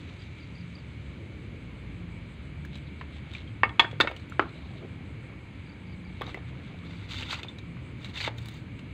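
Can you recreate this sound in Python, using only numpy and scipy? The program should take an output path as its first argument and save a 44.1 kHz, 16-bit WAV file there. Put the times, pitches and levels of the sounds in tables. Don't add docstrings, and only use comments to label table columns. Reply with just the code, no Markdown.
import sys
import numpy as np
from scipy import signal
from scipy.fft import rfft, irfft, next_fast_len
from scipy.io import wavfile
from scipy.ndimage import uniform_filter1d, minimum_filter1d

SR = 44100
rng = np.random.default_rng(int(sys.argv[2]) if len(sys.argv) > 2 else 0)


def transcribe(signal):
    frames = np.atleast_2d(signal).T
    limited = np.clip(frames, -1, 1)
    pcm = np.round(limited * 32767).astype(np.int16)
    wavfile.write(sys.argv[1], SR, pcm)


N = 393813
TIME = np.arange(N) / SR
RING = TIME[:SR // 4]

# (relative, per Hz)
GRIT_SPECTRUM = [(250, -58), (500, 2.5), (680, -3.5), (900, 1), (1700, 0), (2200, 7), (3000, 2.5),
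                 (3900, 2.5), (5000, -13), (5600, -12.5), (6400, -11.5), (7900, -14.5), (9300, -31),
                 (15500, -33.5)]


def undb(db):
    return 10 ** (np.asarray(db) / 20)


def unit(x):
    return x / np.sqrt(np.mean(x ** 2))


def punch(x):
    return x / np.sqrt(np.sum(x ** 2) / (SR / 100))


def curve(rows, axis=1):
    rows = np.array(rows)
    return np.interp(TIME, rows[:, 0], rows[:, axis])


def fade(t60_s):
    return np.exp(-np.log(1000) * RING / t60_s)


def gate(start_s, length_s, half_rise_s, release_s):
    rise = np.clip((TIME - start_s) / half_rise_s / 2 + .5, 0, 1)
    return rise * np.exp(-np.maximum(TIME - start_s - length_s, 0) / release_s)


def surges(rows):
    return sum(undb(db) * np.exp(-(2 * (TIME - center_s) / length_s) ** 2)
               for center_s, length_s, db in rows)


def walk(knots_per_s):
    knots = rng.standard_normal(int(N / SR * knots_per_s) + 2)
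    return 0.68 * np.interp(TIME * knots_per_s, np.arange(len(knots)), knots)


def shape(hz, points):
    f, db = np.transpose(points)
    return undb(np.interp(np.log(hz + 1), np.log(f), db))


def colour(x, points):
    size = next_fast_len(len(x))
    gain = shape(np.fft.rfftfreq(size, 1 / SR), points)
    return irfft(rfft(x, size) * gain, size)[:len(x)]


def strike(x, points, contact_hz, size=1024):
    hz = np.fft.rfftfreq(size, 1 / SR)
    gain = shape(hz, points) / np.sqrt(1 + (hz / contact_hz) ** 5.8)
    cepstrum = irfft(np.log(gain))
    cepstrum[1:size // 2] *= 2
    cepstrum[size // 2 + 1:] = 0
    return signal.fftconvolve(x, irfft(np.exp(rfft(cepstrum))))[:len(x)]


def band(x, hz, width_hz):
    return signal.lfilter(*signal.iirpeak(hz, hz / width_hz, fs=SR), x)


def noise_band(hz, width_hz):
    return unit(band(band(rng.standard_normal(N), hz, width_hz), hz, width_hz))


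def add(out, s, x):
    i = max(int(s * SR), 0)
    out[i:i + len(x)] += x[:max(N - i, 0)]


def mode(hz, t60_s):
    return np.sin(2 * np.pi * (hz * RING + rng.random())) * fade(t60_s)


def ping(hz, t60_s):
    return punch((1 - np.exp(-(RING / 0.0005) ** 2)) * mode(hz, t60_s))


def burst(points, t60_s, contact_hz):
    return punch(strike(rng.standard_normal(len(RING)) * fade(t60_s), points, contact_hz))


def snap(t60_s):
    return burst([(1000, 3), (6500, 2), (9500, -4), (15000, -2)], t60_s, 14000)


def patter(ticks_per_s, t60_s):
    ticks = rng.random(len(RING)) < ticks_per_s / SR
    return ticks * rng.standard_normal(len(RING)) * fade(t60_s)


def crack(noise, t60_s, contact_hz, clay_hz):
    # freq_hz, gain_db
    crack_spectrum = [(100, -26), (190, -13), (290, 2.5), (430, 0.5), (650, -1.5), (900, -1), (1400, -2.5),
                      (2000, -0.5), (2600, -1), (3100, 0.5), (3800, -4), (4900, -2.5), (5600, -24),
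                      (6400, -10.5), (8000, -11.5), (11000, -29), (15000, -39)]
    push = punch(signal.unit_impulse(len(RING)))
    debris = punch(patter(900, .18) * (RING > .008))
    source = punch(noise * fade(t60_s)) + undb(-4.5) * push + undb(-14.5) * debris
    crush = strike(source, crack_spectrum, contact_hz)
    clay = punch(punch(crush) + undb(0.5) * punch(band(crush, clay_hz, 310)))
    thump = ping(304, .025)
    return clay + undb(-20.5) * thump


def steel_ring():
    # freq_hz, level_db, t60_s
    bending_modes = [(735, -15, .08), (872, -9.5, .07), (920, -7, 0.041), (1110, -6.5, 0.045),
                     (1210, -3.5, 0.052), (1470, -8, .03), (1660, -8, .04), (1818, -0.5, 0.062),
                     (2100, -13, 0.08), (2209, -0.5, 0.063), (2517, -11, 0.044), (2670, -2.5, 0.054),
                     (3390, -20, 0.069), (4730, -27, .04)]
    scatter_db = 1.5
    return punch(sum(undb(db + scatter_db * rng.standard_normal()) * mode(hz, t60_s)
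                     for hz, db, t60_s in bending_modes))


def edge_ring(noise, edge_hz):
    t60_s, split_ratio = .031, .022
    pair = mode(edge_hz, t60_s) + undb(-19) * mode(edge_hz * (1 + split_ratio), t60_s)
    rasp = band(band(noise * fade(0.043), edge_hz, 1000), edge_hz, 1000)
    return punch(punch(pair) + undb(-8) * punch(rasp))


def knocks():
    # start_s, level_db, contact_bandwidth_hz, clay_resonance_hz, steel_ring_db,
    # edge_mode_hz, edge_mode_db, brittle_snap_db
    blows = [(3.012, -42, 3600, 1400, -10, 1044, -2, -40),
             (3.6339, -17.5, 2000, 1265, -0.5, 2750, -14, -60), (3.693, -42, 2200, 1200, -5, 3370, -5, -31),
             (3.7953, -16.5, 4000, 935, 3.5, 3373, 4.5, -44),
             (3.8455, -31.5, 1900, 1490, -10, 3380, -14, -48),
             (4.002, -17.5, 3400, 1350, -6, 4600, -25, -31), (4.0097, -26, 6900, 2200, 5.5, 3630, 7.5, -24),
             (4.0735, -28, 2600, 1460, -2, 3730, -13, -39), (4.1136, -37.5, 3000, 596, -19, 3650, -23, -30),
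             (4.3948, -16.5, 1750, 1290, -22, 3030, -28, -48),
             (6.211, -34.5, 1390, 560, -12, 3700, -13, -48),
             (6.218, -33.5, 1680, 1160, -16, 3400, -11.5, -21),
             (6.231, -47, 1700, 1280, -11, 3700, -11, -30), (6.266, -51.5, 2600, 1310, -14, 3790, 4.5, -26),
             (6.275, -44, 800, 380, -8, 3750, -9, -32), (6.284, -46, 900, 400, -14, 3650, -13, -34),
             (6.293, -45.5, 2200, 1300, -14, 3520, -7, -31), (6.3446, -40, 1900, 496, -11, 2030, 4, -20),
             (6.373, -43, 1300, 500, -10, 3650, -16, -35), (7.432, -39.5, 5000, 2600, -24, 3590, -1, -24),
             (7.448, -43, 1500, 400, -18, 3500, -11, -30), (7.768, -51, 2000, 1100, -10, 2400, -6, -35),
             (8.277, -28.5, 2620, 840, -13, 3330, -15, -31)]
    glancing_db, hard_db = -40, -17
    glancing_t60_s, hard_t60_s = 0.044, 0.028
    out = np.zeros(N)
    swell = 1 - np.exp(-(RING / 0.00021) ** 2)
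    for s, db, contact_hz, clay_hz, ring_db, edge_hz, edge_db, snap_db in blows:
        t60_s = np.interp(db, [glancing_db, hard_db], [glancing_t60_s, hard_t60_s])
        noise = rng.standard_normal(len(RING))
        clay = crack(noise, t60_s, contact_hz, clay_hz)
        steel = undb(ring_db) * steel_ring()
        metal = swell * (steel + undb(edge_db) * edge_ring(noise, edge_hz))
        taps = patter(900, .06) * (RING > .003)
        chatter = signal.fftconvolve(metal, taps / np.linalg.norm(taps))[:len(RING)]
        flake = undb(snap_db) * snap(0.0016)
        add(out, s, undb(db) * (clay + flake + metal + undb(-11) * chatter))
    return out


def grit(grains_per_s, spread_db):
    count = int(grains_per_s * N / SR)
    when, size, sign = rng.random((count, 3)).T
    signs = 2 * sign - 1
    sizes = undb(spread_db * np.minimum(-np.log(1 - size), 5)) * signs
    return unit(colour(np.bincount((when * N).astype(int), sizes, N), GRIT_SPECTRUM))


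def flakes():
    flakes_per_s, low_hz, high_hz, spread_db = 800, 950, 4700, 14
    out, t = np.zeros(N), RING[:SR // 40]
    decay = fade(.018)[:len(t)]
    for when, pitch, size in rng.random((int(flakes_per_s * N / SR), 3)):
        hz = low_hz + (high_hz - low_hz) * pitch
        ring = np.sin(2 * np.pi * hz * t) * decay
        add(out, when * N / SR, undb(spread_db * size ** 2) * ring)
    return unit(out)


def scraping():
    # start_s, length_s, level_db, final_pressure (0-1)
    strokes = [(6.252, 0.06, -54.5, 0.8), (6.836, 0.26, -58, 0.54), (7.103, 0.022, -38, 0.24),
               (7.138, 0.081, -41.5, 0.26), (7.23, 0.17, -48.5, 0.73), (7.301, 0.034, -37, 0.2),
               (8, 0.11, -54.5, 0.6), (8.147, 0.044, -40, 0.33), (8.206, 0.013, -40, 0),
               (8.226, 0.046, -39, 0.7), (8.37, 0.22, -57.5, 0.5)]
    # resonance_hz, level_db
    slat_modes = [(900, -2), (1360, -0.5), (2030, -0.5), (2730, -5), (3560, 4.5), (4200, -33), (4650, -5)]
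    first_pressure_ratio = 0.53
    contact, weight = np.zeros(N), np.zeros(N)
    for start_s, length_s, db, pressure in strokes:
        stroke = undb(db) * gate(start_s, length_s, 0.016, 0.012)
        growth = np.interp(TIME, [start_s, start_s + length_s], [first_pressure_ratio, 1])
        contact += stroke
        weight += stroke * pressure * growth
    catch = undb(2.6 * walk(90))
    grains = grit(grains_per_s=5000, spread_db=2.2) * catch
    body = signal.sosfiltfilt(signal.butter(2, 2800, fs=SR, output="sos"), grains)
    grains = grains - body + 0.83 * weight / (contact + 1e-9) * body
    rings = sum(unit(band(grains, hz, 170)) * undb(7 * walk(45)) * undb(db) for hz, db in slat_modes)
    return (undb(-1.8) * grains + undb(-15) * rings + undb(-5) * flakes()) * contact


def lumps():
    # start_s, level_db, pitch_hz
    breaks = [(7.1168, -41, 3600), (7.149, -48, 2100), (7.183, -45, 1980), (7.224, -35.5, 2870),
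              (7.258, -49, 1300), (7.2928, -45, 3500), (7.3077, -34, 3880), (7.329, -36, 1010),
              (7.342, -36, 2700), (7.3752, -47, 1350), (8.1577, -45, 2200), (8.173, -42, 2300),
              (8.2035, -33.5, 2090), (8.208, -33.5, 4430), (8.2405, -33.5, 3520), (8.247, -34.5, 2130)]
    out = np.zeros(N)
    for s, db, hz in breaks:
        run = patter(2500, 0.059)
        crunch = punch(strike(run + 0.45 * signal.unit_impulse(len(RING)), GRIT_SPECTRUM, 14000))
        resonance = punch(band(crunch, hz, 430))
        add(out, s, undb(db) * punch(crunch + undb(2) * resonance))
    return out


def chips():
    # start_s, level_db, pitch_hz, brittle_snap_db
    breaks = [(2.651, -60, 1690, -2), (2.755, -47.5, 3800, -26), (2.773, -60, 3640, -10),
              (3.335, -47.5, 3700, -22), (3.912, -49.5, 3400, -24), (4.0905, -54, 3650, -21),
              (4.164, -48.5, 2970, -16), (4.197, -57, 4020, -20), (4.297, -61, 7300, -2),
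              (4.491, -57.5, 4060, -27), (6.262, -64, 6200, -21), (6.283, -64, 6050, -18),
              (7.585, -48.5, 3800, -22), (8.0453, -43, 3830, -27), (8.056, -48, 3760, -22),
              (8.072, -59, 3900, -20), (8.095, -54, 4030, -16), (8.383, -47.5, 3670, -13),
              (8.457, -53.5, 4470, -3), (8.485, -47.5, 3900, -6), (8.791, -51.5, 2760, -24)]
    out = np.zeros(N)
    for s, db, hz, snap_db in breaks:
        splinter = burst(GRIT_SPECTRUM, 0.05, 14000) + undb(snap_db) * snap(0.036)
        add(out, s, undb(db) * (splinter + undb(-2) * ping(hz, .026)))
    return out


def crumbs():
    # start_s, length_s, level_db
    falls = [(7.99, .09, -74), (8.364, 0.21, -68.5)]
    # (relative, per Hz)
    dust_spectrum = [(1500, -22), (4600, 6), (5600, -7), (6500, 8), (9300, -5), (10500, -16), (15500, -4)]
    ticks_per_s = 350
    clicks = (rng.random(N) < ticks_per_s / SR) * rng.standard_normal(N)
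    flow = sum(undb(db) * gate(start_s, length_s, .02, .025) for start_s, length_s, db in falls)
    return unit(colour(clicks, dust_spectrum)) * flow


def drips():
    # start_s, level_db, pitch_hz, t60_s
    drops = [(2.649, -46.5, 1660, 0.019), (3.351, -38, 2390, .022), (3.476, -53, 3200, .04),
             (3.93, -40.5, 478, 0.02), (4.039, -34, 443, 0.017), (4.048, -33, 564, 0.021),
             (4.1, -41.5, 600, 0.017), (4.322, -42, 1370, 0.016), (4.409, -34.5, 1174, 0.031),
             (7.484, -40.5, 3560, 0.061)]
    spray_reach = 4.2
    out = np.zeros(N)
    for s, db, hz, t60_s in drops:
        spray = burst(GRIT_SPECTRUM, 0.14, spray_reach * hz)
        add(out, s, undb(db) * (ping(hz, t60_s) + undb(-9.5) * spray))
    return out


def sizzling():
    # center_s, length_s, level_db
    sizzles = [(0.086, 0.038, -57), (.226, .05, -56), (.39, .05, -57), (2.756, 0.076, -54.5),
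               (3.16, 0.066, -54.5), (3.362, 0.13, -51), (4.648, 0.56, -63), (6.27, 0.23, -56.5),
               (6.49, 0.034, -56), (6.66, 0.25, -59)]
    # center_s, length_s, level_db
    puffs = [(2.745, 0.013, -55), (2.875, 0.033, -61), (3.0, .03, -60), (3.15, 0.061, -63),
             (3.385, .04, -62), (4.21, 0.068, -62), (4.56, 0.1, -64), (4.66, .06, -62), (4.78, 0.045, -64)]
    jet = noise_band(3870, 630)
    flutter = undb(3 * walk(60))
    crackle = unit(band(grit(grains_per_s=2200, spread_db=3.5), 3340, 2100))
    return surges(sizzles) * crackle + surges(puffs) * flutter * jet


def simmering():
    # center_s, length_s, level_db
    simmers = [(.1, .3, -70), (1.25, 0.23, -70.5), (1.8, 0.21, -71), (3.25, 0.71, -63.5), (4.68, 0.58, -60),
               (5.3, .3, -62), (6.05, 0.2, -60.5), (6.75, 0.54, -57.5)]
    bubbles_per_s, low_hz, high_hz = 170, 503, 3630
    cycles, rise_ratio = 37, 0.4
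    out = np.zeros(N)
    for when, pitch, size in rng.random((int(bubbles_per_s * N / SR), 3)):
        hz = low_hz * (high_hz / low_hz) ** pitch
        age = RING[:int(cycles / hz * SR)] * hz / cycles
        phase = 2 * np.pi * cycles * age * (1 + rise_ratio * age / 2)
        ring = np.sin(phase) * np.exp(-np.log(1000) * age)
        add(out, when * N / SR, undb(14 * size ** 2) * ring)
    return unit(out) * surges(simmers)


def room(x):
    # delay_s, level_db
    echoes = [(0.0216, -32.5), (0.027, -27)]
    tail = rng.standard_normal(len(RING)) * fade(0.3) * np.clip(RING / 0.018, 0, 1)
    tail = strike(tail, [(100, 23), (600, 7.5), (2500, -2), (4000, -3.5), (9000, -0.5)], 14000)
    out = x + undb(-17.0) * signal.fftconvolve(x, tail / np.linalg.norm(tail))[:N]
    for delay_s, db in echoes:
        add(out, delay_s, undb(db) * x)
    return out


def low_swells():
    # center_s, length_s, level_db
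    swells = [(1.4, 0.69, -58), (1.95, 0.26, -62), (3.1, 0.55, -60), (4.845, 0.05, -47.5), (5.1, 0.66, -58),
              (6.7, 0.99, -64)]
    return noise_band(371, 280) * undb(3 * walk(18)) * surges(swells)


def steam():
    return unit(band(grit(grains_per_s=6600, spread_db=3.5), 5000, 5600)) * undb(-60 - 7.3 * TIME)


def engine_notes():
    # start_s, length_s, start_pitch_hz, level_db
    hums = [(.4, 0.4, 175, -42.5), (1.0, 2.1, 57.5, -48), (1.8, 0.49, 175, -43.5), (2.15, 1.52, 76, -42.5),
            (2.45, 0.53, 145, -44), (3.42, 0.37, 106.3, -39), (3.85, 0.17, 106.7, -38),
            (3.86, .18, 144.6, -40.5), (4.95, .35, 109.4, -43.5), (5.7, 0.58, 184, -46),
            (6.35, 0.29, 130.7, -40.5), (6.7, 0.43, 171.4, -42), (6.85, .55, 101.6, -41),
            (7.58, 0.24, 168.2, -43), (7.7, 0.26, 129.1, -41), (7.9, 0.21, 120.8, -40.5),
            (8.15, 0.41, 116.5, -37.5)]
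    sag_per_s = 0.041
    out = np.zeros(N)
    for start_s, length_s, hz, db in hums:
        t = TIME[:int(length_s * SR)]
        phase = 2 * np.pi * np.cumsum(hz * (1 - sag_per_s * t)) / SR
        add(out, start_s, undb(db) * signal.windows.tukey(len(t), .7) * np.sin(phase))
    return out


def rumble():
    # (relative, per Hz)
    roar_spectrum = [(15, -24), (27, -31), (36, -24.5), (52, -11), (68, -1.5), (100, -2), (170, -4),
                     (230, -7.5), (290, -8), (400, -18), (550, -21.5), (750, -29.5), (1200, -66.5)]
    # time_s, deep_db, upper_db
    roar_level = [(0, -43.5, -48), (.5, -44.5, -51.5), (1.4, -43, -47.5), (2.8, -44, -49), (4.4, -45, -48),
                  (4.9, -43.5, -47.5), (5.6, -44.5, -49.5), (6.4, -43, -48.5), (7.6, -44.5, -48),
                  (8.93, -43, -47.5)]
    roar = colour(rng.standard_normal(N), roar_spectrum)
    deep = signal.sosfiltfilt(signal.butter(4, 150, fs=SR, output="sos"), roar)
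    upper = unit(roar - deep) * undb(curve(roar_level, axis=2))
    return unit(deep) * undb(curve(roar_level)) + upper + engine_notes()


def hiss():
    # (relative, per Hz)
    air_spectrum = [(400, -3), (700, -10), (900, -3), (1500, -3.5), (1800, -3.5), (2250, -2), (2800, -5),
                    (4100, -12.5), (5000, -24.5), (5550, -33.5), (6400, -25.5), (7900, -29.5), (8700, -34),
                    (10000, -31.5), (11100, -51), (15500, -53)]
    air = unit(colour(rng.standard_normal(N), air_spectrum))
    for hz, wander_db in ((600, 1.8), (800, 2), (1100, 1.6), (1600, 1.1), (3400, .9)):
        boost = undb(wander_db * (walk(3) + walk(14))) - 1.12
        air = air + boost * band(air, hz, hz / 3)
    whistle = sum(noise_band(hz, 176) * undb(2 * walk(7)) for hz in (2193, 2307))
    return (air + undb(-8.5) * whistle) * undb(-54 + 0.5 * walk(8.3))


def bird():
    # first_syllable_center_s, syllable_count, level_db
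    chirps = [(.196, 2, -52), (.407, 2, -52), (.557, 3, -52), (.757, 2, -51), (5.668, 3, -58),
              (5.875, 3, -58), (6.052, 2, -58)]
    gap_s, syllable_s, high_hz, low_hz = .027, .016, 5050, 4250
    out = np.zeros(N)
    t = RING[RING < syllable_s]
    for s, syllable_count, db in chirps:
        for k in range(syllable_count):
            hz = np.linspace(high_hz, low_hz, len(t)) + 25 * rng.standard_normal()
            tone = np.hanning(len(t)) * np.sin(2 * np.pi * np.cumsum(hz) / SR)
            syllable = undb(db + rng.standard_normal()) * tone
            walls = rng.standard_normal(len(RING)) * fade(.07)
            blurred = signal.fftconvolve(syllable, walls / np.linalg.norm(walls))
            start_s = s - syllable_s / 2 + k * gap_s + .002 * rng.standard_normal()
            add(out, start_s, undb(-4) * syllable)
            add(out, start_s, undb(-5.5) * blurred)
    return out


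def insect():
    throb = np.cos(np.pi * (5.7 * TIME + .2 * walk(3))) ** 2 * undb(2.5 * walk(6))
    return undb(-78) * throb * noise_band(7950, 1100)


def scene():
    blade = knocks() + scraping() + lumps() + chips() + crumbs()
    water = drips() + sizzling() + simmering()
    unechoed = low_swells() + steam() + rumble() + hiss() + bird() + insect()
    return (room(blade + water) + unechoed)[None]


def record(dry):
    dip_hz, dip_width_hz, dip_depth, top_hz = 5510, 340, 0.5, 15600
    dry = dry - dip_depth * band(dry, dip_hz, dip_width_hz)
    size = SR // 500
    peak_gain = .85 / np.maximum(np.abs(dry), .85)
    gain = uniform_filter1d(minimum_filter1d(peak_gain, 2 * size + 1), size)
    return signal.sosfilt(signal.ellip(8, .2, 70, top_hz, fs=SR, output="sos"), dry * gain)


dry = scene()
out = record(dry)
transcribe(out)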